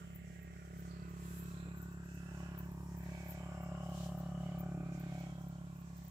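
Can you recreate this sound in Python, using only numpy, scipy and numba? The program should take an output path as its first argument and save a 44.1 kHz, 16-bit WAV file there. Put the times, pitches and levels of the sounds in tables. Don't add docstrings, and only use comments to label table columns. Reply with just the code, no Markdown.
import sys
import numpy as np
from scipy import signal
from scipy.fft import rfft, irfft
from scipy.io import wavfile
from scipy.ndimage import uniform_filter1d
from numba import njit

SR = 44100
rng = np.random.default_rng(int(sys.argv[2]) if len(sys.argv) > 2 else 0)


def waveform_to_disk(signal):
    frames = np.transpose(np.atleast_2d(signal))
    scaled = np.clip(frames, -1, 1) * 32767
    samples = np.round(scaled).astype(np.int16)
    wavfile.write(sys.argv[1], SR, samples)


N = 269010

# t/s, firing rate f/Hz (a small wobble is added)
FIRING_RATE = [(0, 34.68), (1, 34.72), (1.5, 34.79), (2.4, 34.87), (3.2, 34.96), (4, 35.0), (4.75, 35.04),
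               (4.82, 34.66), (6.1, 34.6)]
FIRST_TURN = .405
# t/s, angle to the right of the phone's front/degrees
ENGINE_BEARING = [(0, 80), (.75, 62), (1.25, 38), (1.75, 21), (2.25, 15), (3.25, 12), (4.25, 0), (4.75, 6),
                  (5.25, 15), (6.1, 31)]
MIC_SPACING_M = .15

# t/s, boom level/dB, silencer ring level/dB
BOOM_AND_SILENCER = [(0.0, -51, -72), (0.7, -54.5, -71), (0.75, -50, -69), (1.48, -48, -73),
                     (1.63, -49, -68), (2.11, -51.5, -73.5), (2.41, -50, -62), (2.87, -50, -71),
                     (3.09, -48.5, -59.5), (3.26, -51, -58), (3.87, -47, -52.5), (4.66, -45.5, -55),
                     (5.03, -49, -62.5), (5.16, -50, -57), (5.84, -54, -74), (6.1, -53.5, -69)]
# t/s, deep thump level/dB, pipe level/dB
THUMP_AND_PIPE_LEVELS = [(0.0, -55, -63), (0.03, -55, -73), (1.1, -51.5, -62), (2.26, -53.5, -65.5),
                         (2.34, -51, -63), (4.47, -52.5, -66.5), (4.77, -55, -57.5), (5.32, -52.5, -66.5),
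                         (6.08, -55.5, -74.5), (6.1, -47, -67)]
# multiple of the firing rate, relative level/dB
EXHAUST_TONE = [(1, -39), (2, -6.5), (3, -13.5), (4, 3.5), (5, 4.5), (6, -11), (7, -24.5), (8, -14.5),
                (9, -14.5), (10, -15), (11, -17), (12, -18), (13, -26), (14, -30), (15, -19), (16, -13),
                (17, -8.5), (18, -7), (19, -21), (20, -16.5), (21, -7.5), (22, -10), (23, -11), (24, -24),
                (25, -19), (26, -40), (28, -31), (29, -15.5), (30, -22.5), (31, -29.5), (32, -13),
                (33, -24.5), (34, -29.5), (35, -16.5), (36, -37.5)]
# from f/Hz, to f/Hz, suddenness/0-1, gas roughness/ratio, share of the pan/0-1
EXHAUST_PARTS = [(20, 122, .3, .08, .15), (122, 157, .25, .06, .15), (157, 226, .25, .06, .15),
                 (226, 331, .4, .3, .3), (331, 400, .5, .22, .45), (400, 500, .5, .22, .45),
                 (500, 680, .25, .33, .9), (680, 925, .25, .45, .9), (925, 1400, .6, .5, .9)]
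# level over the base level/dB, gain side-on/dB, gain in the swell/dB
EXHAUST_PART_LEVELS = [(2.5, -3.5, -3.5), (-2, -5.5, 5.5), (2.5, -3, 2.5), (1.5, -10.5, 6), (0, -0.5, -3),
                       (-11, 10, -3.5), (-3.5, 5.5, 1), (-5.5, 2, 3.5), (-6, -5.5, -8)]
# f/Hz, delay/ms
EXHAUST_DELAY = [(40, 3), (85, -.5), (122, -5), (150, 0), (260, .8), (315, -3), (400, -5), (520, -6.5),
                 (620, -.4), (675, 4.5), (750, -2), (800, -3.5), (950, -1)]
PUFF_DB = 2
SWELL_S, SWELL_RISE_S, SWELL_FALL_S = 5.27, 0.52, 0.9
BASS_PAN_DB = -1.44
AHEAD_PAN_DB, SIDE_ADDS_PAN_DB = 5.5, -7.5

# width of one filter pass with the engine ahead/Hz,
# share that throbs with the firing/0-1, left-right likeness/0-1, direct knock of the firing/ratio
PANEL_GROUPS = [(340, .3, .75, .22), (400, .25, .6, .3), (300, .15, .55, .22), (330, .25, .55, .25),
                (500, .5, .3, .16)]
# left minus right ahead/dB, left minus right side-on/dB
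PANEL_PANS = [(5.5, -8.5), (3.5, -10), (-13, -7.5), (-10, -9), (-6.5, -12.5)]
# f/Hz, width/Hz, relative level/dB
PANEL_MODES = [(906, 210, 0), (1140, 260, -2.5), (1480, 226, 1), (1922, 390, -0.5), (2300, 620, -17),
               (2610, 105, -4.5), (3070, 1000, -7)]
# t/s, centre f/Hz, level/dB
LOW_PANEL_CURVE = [(0.0, 1300, -68), (0.27, 1290, -80), (0.64, 1410, -70.5), (1.19, 1180, -64),
                   (1.93, 1030, -68), (2.14, 940, -78.5), (2.39, 910, -63), (3.36, 940, -66.5),
                   (3.46, 1100, -60.5), (4.66, 1220, -64), (5.93, 1010, -69), (6.1, 1050, -68.5)]
# t/s, centre f/Hz, level/dB
MIDDLE_PANEL_CURVE = [(0.0, 1840, -76), (0.12, 2010, -73.5), (0.3, 1940, -68.5), (0.56, 1850, -66.5),
                      (0.81, 1680, -72), (1.03, 2040, -73), (1.4, 1470, -65), (2.0, 1490, -64.5),
                      (2.6, 1560, -61.5), (2.85, 1730, -76), (3.04, 1710, -63), (3.75, 1470, -66.5),
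                      (4.18, 1740, -73.5), (4.79, 1450, -68.5), (5.06, 1570, -66), (5.54, 1390, -71.5),
                      (6.1, 1900, -76.5)]
# t/s, centre f/Hz, level/dB
HIGH_PANEL_CURVE = [(0.0, 2240, -81), (0.42, 2250, -78), (0.87, 2230, -75), (0.92, 2430, -75),
                    (1.72, 2450, -71.5), (1.852, 2550, -81), (2.24, 2650, -71.5), (2.53, 2460, -71),
                    (2.87, 2400, -83.5), (3.13, 2300, -64.5), (4.38, 2250, -82), (4.47, 2220, -70),
                    (4.76, 2390, -73.5), (5.25, 2300, -66.5), (5.42, 2280, -83.5), (5.8, 2480, -79),
                    (6.1, 2320, -85)]
# t/s, centre f/Hz, level/dB
UPPER_PANEL_CURVE = [(0, 3030, -75), (.19, 2850, -75.5), (.51, 3040, -84), (1.42, 3150, -82),
                     (1.88, 2930, -92), (2.56, 2860, -69.5), (2.72, 2920, -92), (3.14, 3160, -79),
                     (3.45, 2970, -71.5), (3.722, 2820, -71.5), (3.82, 2980, -68.5), (4.08, 2990, -67.5),
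                     (4.15, 2920, -76), (4.52, 2990, -69), (4.81, 3060, -86), (5.25, 3270, -73),
                     (5.95, 3000, -93.5), (6.1, 3150, -84)]
# t/s, centre f/Hz, level/dB
TOP_PANEL_CURVE = [(0, 5730, -124), (.6, 5660, -80), (.74, 5550, -100), (.8, 4400, -100), (.92, 4540, -75),
                   (1.2, 4240, -94), (1.6, 3970, -75), (1.898, 4020, -92), (2.1, 5450, -88),
                   (2.5, 5450, -79), (2.8, 5530, -81.5), (3.902, 5200, -76.5), (4.4, 5880, -79),
                   (6.1, 5750, -91)]
PAN_DRIFT_DB = 3
SIDE_WIDENS = 1.1
CASING_LATE = 4
ECHO_MS, ECHO_DRIFT_MS, ECHO_DB = 3.5, .4, -8

# t/s, length/s, loudest tooth level/dB, ring f/Hz
WING_FILE_STROKES = [(.1486, 0.013, -41.5, 14200), (0.42, 0.007, -50.5, 14300), (0.773, 0.027, -46, 14700),
                     (1.093, 0.01, -51, 15000), (1.7609, 0.016, -52, 14000), (1.817, 0.0061, -43, 13900),
                     (1.914, 0.008, -60, 14700), (2.14, 0.011, -51.5, 13300), (2.3785, 0.016, -58, 14800),
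                     (2.578, 0.0062, -38.5, 14700), (2.6434, 0.0091, -50, 15000),
                     (2.716, 0.0037, -50, 13500), (2.967, .02, -44, 14600), (3.0275, 0.0061, -49, 14200),
                     (3.243, 0.04, -44.5, 14100), (3.286, 0.015, -40, 13600), (3.304, 0.01, -49, 13300),
                     (3.6142, 0.016, -57, 14400), (3.8851, 0.0067, -56, 14400),
                     (4.1739, 0.0069, -47, 15100), (4.189, 0.0075, -45, 14600),
                     (4.586, 0.024, -39.5, 14600), (4.998, 0, -44, 14200), (5.1931, 0.008, -54, 14500),
                     (5.417, 0.0033, -55, 15700), (5.485, 0.0028, -50, 15100), (5.7703, 0.004, -55, 14700),
                     (5.8007, 0.0072, -53, 15100), (5.9683, 0.0052, -46, 15100),
                     (6.0382, 0.0098, -46, 15200), (6.0811, 0.0016, -41, 15400)]
TOOTH_S = .01
GROW_DB = 3.5
SCRAPE_DB, SCRAPE_S = -78.5, 0.041

# t/s, base level/dB
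BUZZ_LEVEL = [(0.0, -74), (0.03, -76.5), (1.1, -78), (1.26, -70), (2.7, -78.5), (3.41, -71), (5.33, -79),
              (6.1, -79)]
# t/s, wing stroke rate f/Hz
WING_RATE = [(0, 165.3), (.35, 165.9), (.65, 168.1), (1.3, 168), (1.55, 167.2), (2.1, 166.6), (2.5, 166.1),
             (2.85, 165.3), (3.3, 164.7), (5, 164.5), (5.5, 168), (6.1, 167.5)]

CHIRP_NOTES = [(2.385, -75), (3.81, -74), (4.01, -72), (4.34, -76), (4.435, -77), (4.68, -79), (5.025, -78),
               (5.215, -74), (5.575, -78)]
CHIRP_S, CHIRP_FROM_HZ, CHIRP_TO_HZ, CHIRP_PAN_DB = .024, 2780, 3100, -6
# t/s, length/s, from f/Hz, to f/Hz, base level/dB
WHISTLE_SLIDES = [(2.02, .16, 13050, 11550, -84), (2.18, .13, 11750, 9100, -85),
                  (2.3, .07, 9150, 9400, -85), (4.06, .09, 11600, 13000, -85),
                  (4.14, .08, 12950, 12400, -85), (4.29, .1, 13300, 11400, -91),
                  (4.38, .1, 11400, 11100, -88)]
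FADE_S = .02

# peak t/s, rise/s, fall/s, base level/dB, brightness/dB, fullness/dB
LEAF_RUSTLES = [(0.0, .1, 0.019, -76, 0, -11), (1.36, 0.18, 0.18, -68.5, 5.5, -3.5),
                (2.55, 0.38, 0.13, -75.5, -10, -7), (2.88, 0.32, 0.22, -81, 9, -23),
                (3.08, 0.049, 0.33, -71.5, -4, -2.5), (4.05, 0.18, 0.052, -67.5, -3, -4),
                (4.62, 0.47, 0.14, -77, -8, -1), (5.22, 0.33, 0.091, -72.5, -20, -1),
                (6.1, 0.53, .1, -79, -17, -5)]
STILL_DB, STILL_BRIGHT_DB, STILL_FULL_DB = -76.5, -1, -5.5
# t/s, centre f/Hz, base level/dB
STEM_SWISH = [(1.15, 8700, -95), (1.27, 11500, -73), (1.36, 11400, -69), (1.43, 13500, -61),
              (1.52, 14000, -77), (1.6, 13500, -100)]
SWISH_WIDTH_HZ = 6000
# t/s, peak level/dB
SOFT_KNOCKS = [(1.665, -49)]
# f/Hz, relative level for each Hz/dB
AIR_COLOUR = [(15, -68), (25, -12), (170, -13), (248, -23), (500, -33), (620, -33), (955, -47),
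              (1430, -47.5), (3680, -59), (7420, -93), (15800, -60)]
AIR_DB = -59
TOP_HZ = 15560


def engine():
    turns = crank()
    bangs = unit(pulses(turns, 0.00013, 0.47))
    rattle = casing(turns, bangs)
    rattle = np.array([np.roll(rattle[0], CASING_LATE), rattle[1]])
    left, right = exhaust(turns, bangs) + rattle
    lag = side_on() * MIC_SPACING_M / 343 * SR
    return np.array([np.interp(np.arange(N) - lag, np.arange(N), left), right])


def crank():
    hunt = unit(band(rng.standard_normal(N), 5.25, 6.12, order=1))
    return FIRST_TURN + np.cumsum(read(FIRING_RATE)[0]) / SR + .004 * hunt


def pulses(turns, jitter_s, scatter_db):
    chance = rng.standard_normal((1200, 2))[:int(turns[-1])]
    at = np.interp(np.arange(1, len(chance) + 1), turns, np.arange(N))
    at = np.clip(at + jitter_s * SR * chance[:, 0], 0, N - 2)
    size = undb(scatter_db * chance[:, 1])
    out = np.zeros(N)
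    np.add.at(out, at.astype(int), size * (1 - at % 1))
    np.add.at(out, at.astype(int) + 1, size * (at % 1))
    return out


def exhaust(turns, bangs):
    boom_db, silencer_db = read(BOOM_AND_SILENCER)
    thump_db, pipe_db = read(THUMP_AND_PIPE_LEVELS)
    low_panel_db = read(LOW_PANEL_CURVE)[1]
    base_levels = (thump_db, boom_db, boom_db, pipe_db, pipe_db, pipe_db,
                   silencer_db, silencer_db, low_panel_db)
    side = side_on()
    swell = hump(SWELL_S, SWELL_RISE_S, SWELL_FALL_S)

    multiple, tone_db = np.transpose([(.5, -40), *EXHAUST_TONE, (40, -40)])
    f = np.maximum(np.arange(N // 2 + 1) * SR / N, 1)
    tone_hz = multiple * np.mean(read(FIRING_RATE))
    log_gain = np.interp(np.log(f), np.log(tone_hz), tone_db) * np.log(10) / 20
    phase = ringing(log_gain)
    delay_s = np.interp(f, *np.transpose(EXHAUST_DELAY)) / 1000
    delay_phase = 2 * np.pi * np.cumsum(delay_s) * SR / N

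    gas = rfft(unit(np.exp(-(turns % 1) / .9) * rng.standard_normal(N)))
    bang_spectrum = rfft(bangs)
    out = 0
    for settings, gains, base_db in zip(EXHAUST_PARTS, EXHAUST_PART_LEVELS, base_levels):
        lo, hi, sudden, rough, spread = settings
        over_db, side_db, swell_db = gains
        colour = np.exp(log_gain + 1j * (sudden * phase - delay_phase)) * (f >= lo) * (f < hi)
        part = unit(irfft((bang_spectrum + rough * gas) * colour, N))
        part_db = base_db + over_db + side_db * side + swell_db * swell + PUFF_DB * rough * walk(30)
        part_pan_db = BASS_PAN_DB + spread * (AHEAD_PAN_DB + SIDE_ADDS_PAN_DB * side)
        out = out + pan(part * undb(part_db), part_pan_db)
    return out


def ringing(log_gain):
    c = irfft(log_gain, N)
    c[1:N // 2] *= 2
    c[N // 2 + 1:] = 0
    return rfft(c).imag


def casing(turns, bangs):
    side = side_on()
    throb = unit(np.exp(-((turns + .06) % 1) / .6))
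    f = np.arange(N // 2 + 1) * SR / N
    panels = .15 + sum(undb(db) / (1 + (2 * (f - hz) / width) ** 2) for hz, width, db in PANEL_MODES)
    curves = LOW_PANEL_CURVE, MIDDLE_PANEL_CURVE, HIGH_PANEL_CURVE, UPPER_PANEL_CURVE, TOP_PANEL_CURVE
    out = 0
    for curve, settings, pans in zip(curves, PANEL_GROUPS, PANEL_PANS):
        width, share, like, knock = settings
        ahead_db, side_db = pans
        hz, db = read(curve)
        pan_db = ahead_db + (side_db - ahead_db) * side + PAN_DRIFT_DB * walk(2.754)
        share = np.clip(share, 0, 1)
        shaking = pair(like) * (1 - share + share * throb) + knock * bangs
        rattle = irfft(rfft(shaking) * panels, N)
        group = unit(svf(rattle, hz, width * (1 + SIDE_WIDENS * side)))
        out = out + pan(group * undb(db + .7 * walk(12)), pan_db)

    echoes = []
    for channel in out:
        echo_at = np.arange(N) - (ECHO_MS + ECHO_DRIFT_MS * walk(1.5)) * SR / 1000
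        echoes.append(np.interp(echo_at, np.arange(N), channel))
    return out + undb(ECHO_DB) * np.array(echoes)


def side_on():
    return np.sin(np.radians(read(ENGINE_BEARING)[0]))


def ticks():
    near = sum(hump(s + length / 2, SCRAPE_S, SCRAPE_S) for s, length, *_ in WING_FILE_STROKES)
    scrape = unit(band(pair(0.14), 12600, 15000)) * np.sqrt(near)
    out = pan(scrape * undb(SCRAPE_DB + 1.6 * walk(23)), 2.7)

    t = np.arange(1800) / SR
    attack = np.sin(np.minimum(t / .001, 1) * np.pi / 2) ** 2
    shape = attack * (np.exp(-t / .0009) + .06 * np.exp(-t / .025))
    noises = rng.standard_normal((len(WING_FILE_STROKES), 8, len(t)))
    for (s, length, db, hz), noise in zip(WING_FILE_STROKES, noises):
        teeth = round(length / TOOTH_S)
        stroke_pan_db = 2.6 + 7.0 * noise[0, 0]
        for k in range(teeth + 1):
            click = band(noise[k] * shape, hz - 1100, hz + 1100, order=3)
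            size = undb(db - GROW_DB * (teeth - k)) / np.abs(click).max()
            i = int((s + k * TOOTH_S) * SR)
            out[:, i:i + len(t)] += pan(click * size, stroke_pan_db)[:, :N - i]
    return np.array([out[0], np.roll(out[1], 1)])


def buzz():
    turns = np.cumsum(read(WING_RATE)[0]) / SR
    strokes = 0
    for k, line_db in zip(range(42, 49), (-9, -2, -6, 0, -2, -8, -11)):
        line = undb(2.5 * walk(1.5) + line_db) * np.sin(2 * np.pi * k * turns)
        strokes = strokes + pan(line, 4 * walk(1.2))
    chorus = unit(band(pair(0.023), 7000, 8060, order=3))
    mixed = undb(-2.5) * unit(strokes) + undb(-2) * chorus
    return pan(mixed, 3 - 4 * side_on()) * undb(read(BUZZ_LEVEL)[0])


def chirps():
    out = np.zeros(N)
    t = np.arange(int(CHIRP_S * SR)) / SR
    cycles = t * (CHIRP_FROM_HZ + (CHIRP_TO_HZ - CHIRP_FROM_HZ) * t / CHIRP_S / 2)
    note = np.sin(np.pi * t / CHIRP_S) * np.sin(2 * np.pi * cycles)
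    for s, db in CHIRP_NOTES:
        i = int(s * SR)
        out[i:i + len(t)] += 2 * undb(db) * note
    return pan(out, CHIRP_PAN_DB)


def whistles():
    out, t = 0, np.arange(N) / SR
    for s, length, from_hz, to_hz, db in WHISTLE_SLIDES:
        slide = np.sin(np.clip((t - s) / length, 0, 1) * np.pi / 2) ** 2
        hz = from_hz + (to_hz - from_hz) * slide
        on = np.clip(np.minimum(t - s, s + length - t) / FADE_S, 0, 1)
        tone = np.sqrt(2) * np.sin(2 * np.pi * np.cumsum(hz) / SR)
        out = out + on * undb(db + 2.5 * walk(40)) * tone
    return out


def leaves():
    gains = undb([[STILL_DB + STILL_FULL_DB], [STILL_DB], [STILL_DB + STILL_BRIGHT_DB]]) * np.ones(N)
    for s, rise, fall, db, bright_db, full_db in LEAF_RUSTLES:
        rustle = undb([[db + full_db], [db], [db + bright_db]]) * hump(s, rise, fall)
        gains = np.hypot(gains, rustle)
    full_gain, low_gain, bright_gain = gains
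    full = unit(band(pair(0.057), 2680, 4780)) * undb(3.5 + 1.5 * walk(27))
    low = unit(band(pair(0.022), 5230, 8050)) * undb(1.8 + 2.4 * walk(23.55))
    high = unit(band(pair(0.023), 6460, 15700)) * undb(1.0 * walk(22.08))
    top = unit(band(pair(0.19), 14000, 16500)) * undb(-7.5 + 0.37 * walk(30))
    body = pan(full_gain * full + low_gain * low, 0.11)
    sparkle = pan(bright_gain * (high + top), 1.9)
    return (body + sparkle) * undb(1.46 * walk(10))


def swish():
    hz, db = read(STEM_SWISH)
    hiss = unit(svf(pair(0.24), hz, SWISH_WIDTH_HZ))
    return pan(hiss * undb(db + 3.8 * walk(90)), 3.1)


def knocks():
    out, t = np.zeros(N), np.arange(2600) / SR
    for s, db in SOFT_KNOCKS:
        bump = band(rng.standard_normal(len(t)) * np.exp(-t / .012), 250, 520, order=3)
        i = int(s * SR)
        out[i:i + len(t)] += bump / np.abs(bump).max() * undb(db)
    return out


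def air():
    f = np.maximum(np.arange(N // 2 + 1) * SR / N, 1)
    mid, side = rfft(rng.standard_normal((2, N)))
    colour_hz, colour_db = np.transpose(AIR_COLOUR)
    gain = undb(np.interp(np.log(f), np.log(colour_hz), colour_db))
    difference = np.clip(f / 880.0, .45, 1) * side * np.array([[1], [-1]])
    both = gain * (mid + difference)
    boom_db = read(BOOM_AND_SILENCER)[0]
    return unit(irfft(both, N)) * undb(AIR_DB + 0.43 * (boom_db + 51.5) + 0.65 * walk(2.58))


def undb(db):
    return 10 ** (np.asarray(db) / 20)


def unit(x):
    return x / np.sqrt(np.mean(x ** 2))


def read(table):
    s, *columns = np.transpose(table)
    return [np.interp(np.arange(N) / SR, s, c, left=c[0], right=c[-1]) for c in columns]


def band(x, lo_hz, hi_hz, order=2):
    edges = [lo_hz, min(hi_hz, .49 * SR)]
    return signal.sosfilt(signal.butter(order, edges, "band", fs=SR, output="sos"), x)


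def walk(rate):
    k = int(SR / rate)
    steps = np.repeat(rng.standard_normal(N // k + 1), k)
    w = uniform_filter1d(uniform_filter1d(steps, k), k)[:N]
    return unit(w - w.mean())


def hump(s, rise, fall):
    t = np.arange(N) / SR - s
    return np.exp(-(t / np.where(t < 0, rise, fall)) ** 2)


def pan(x, pan_db):
    return x * undb(np.array([pan_db, -pan_db]) / 2).reshape(2, -1)


def pair(like):
    mid, side = rng.standard_normal((2, N))
    like = np.clip(like, 0, 1)
    return np.sqrt((1 + like) / 2) * mid + np.sqrt((1 - like) / 2) * side * np.array([[1], [-1]])


def svf(channels, hz, width):
    g, k = np.tan(np.pi * hz / SR), width / hz
    return np.array([resonate(resonate(c, g, k), g, k) for c in channels])


@njit
def resonate(x, g, k):
    y, b, l = np.empty(len(x)), 0., 0.
    for i in range(len(x)):
        v = (b + g[i] * (x[i] - l)) / (1 + g[i] * (g[i] + k[i]))
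        b, l, y[i] = 2 * v - b, l + 2 * g[i] * v, k[i] * v
    return y


def scene():
    creatures = ticks() + buzz() + chirps() + whistles()
    plants = leaves() + swish()
    return engine() + creatures + plants + knocks() + air()


def record(dry):
    thin = signal.sosfilt(signal.butter(2, 48, "high", fs=SR, output="sos"), dry)
    return signal.sosfilt(signal.ellip(10, .2, 70, TOP_HZ, fs=SR, output="sos"), thin)


dry = scene()
out = record(dry)
waveform_to_disk(out)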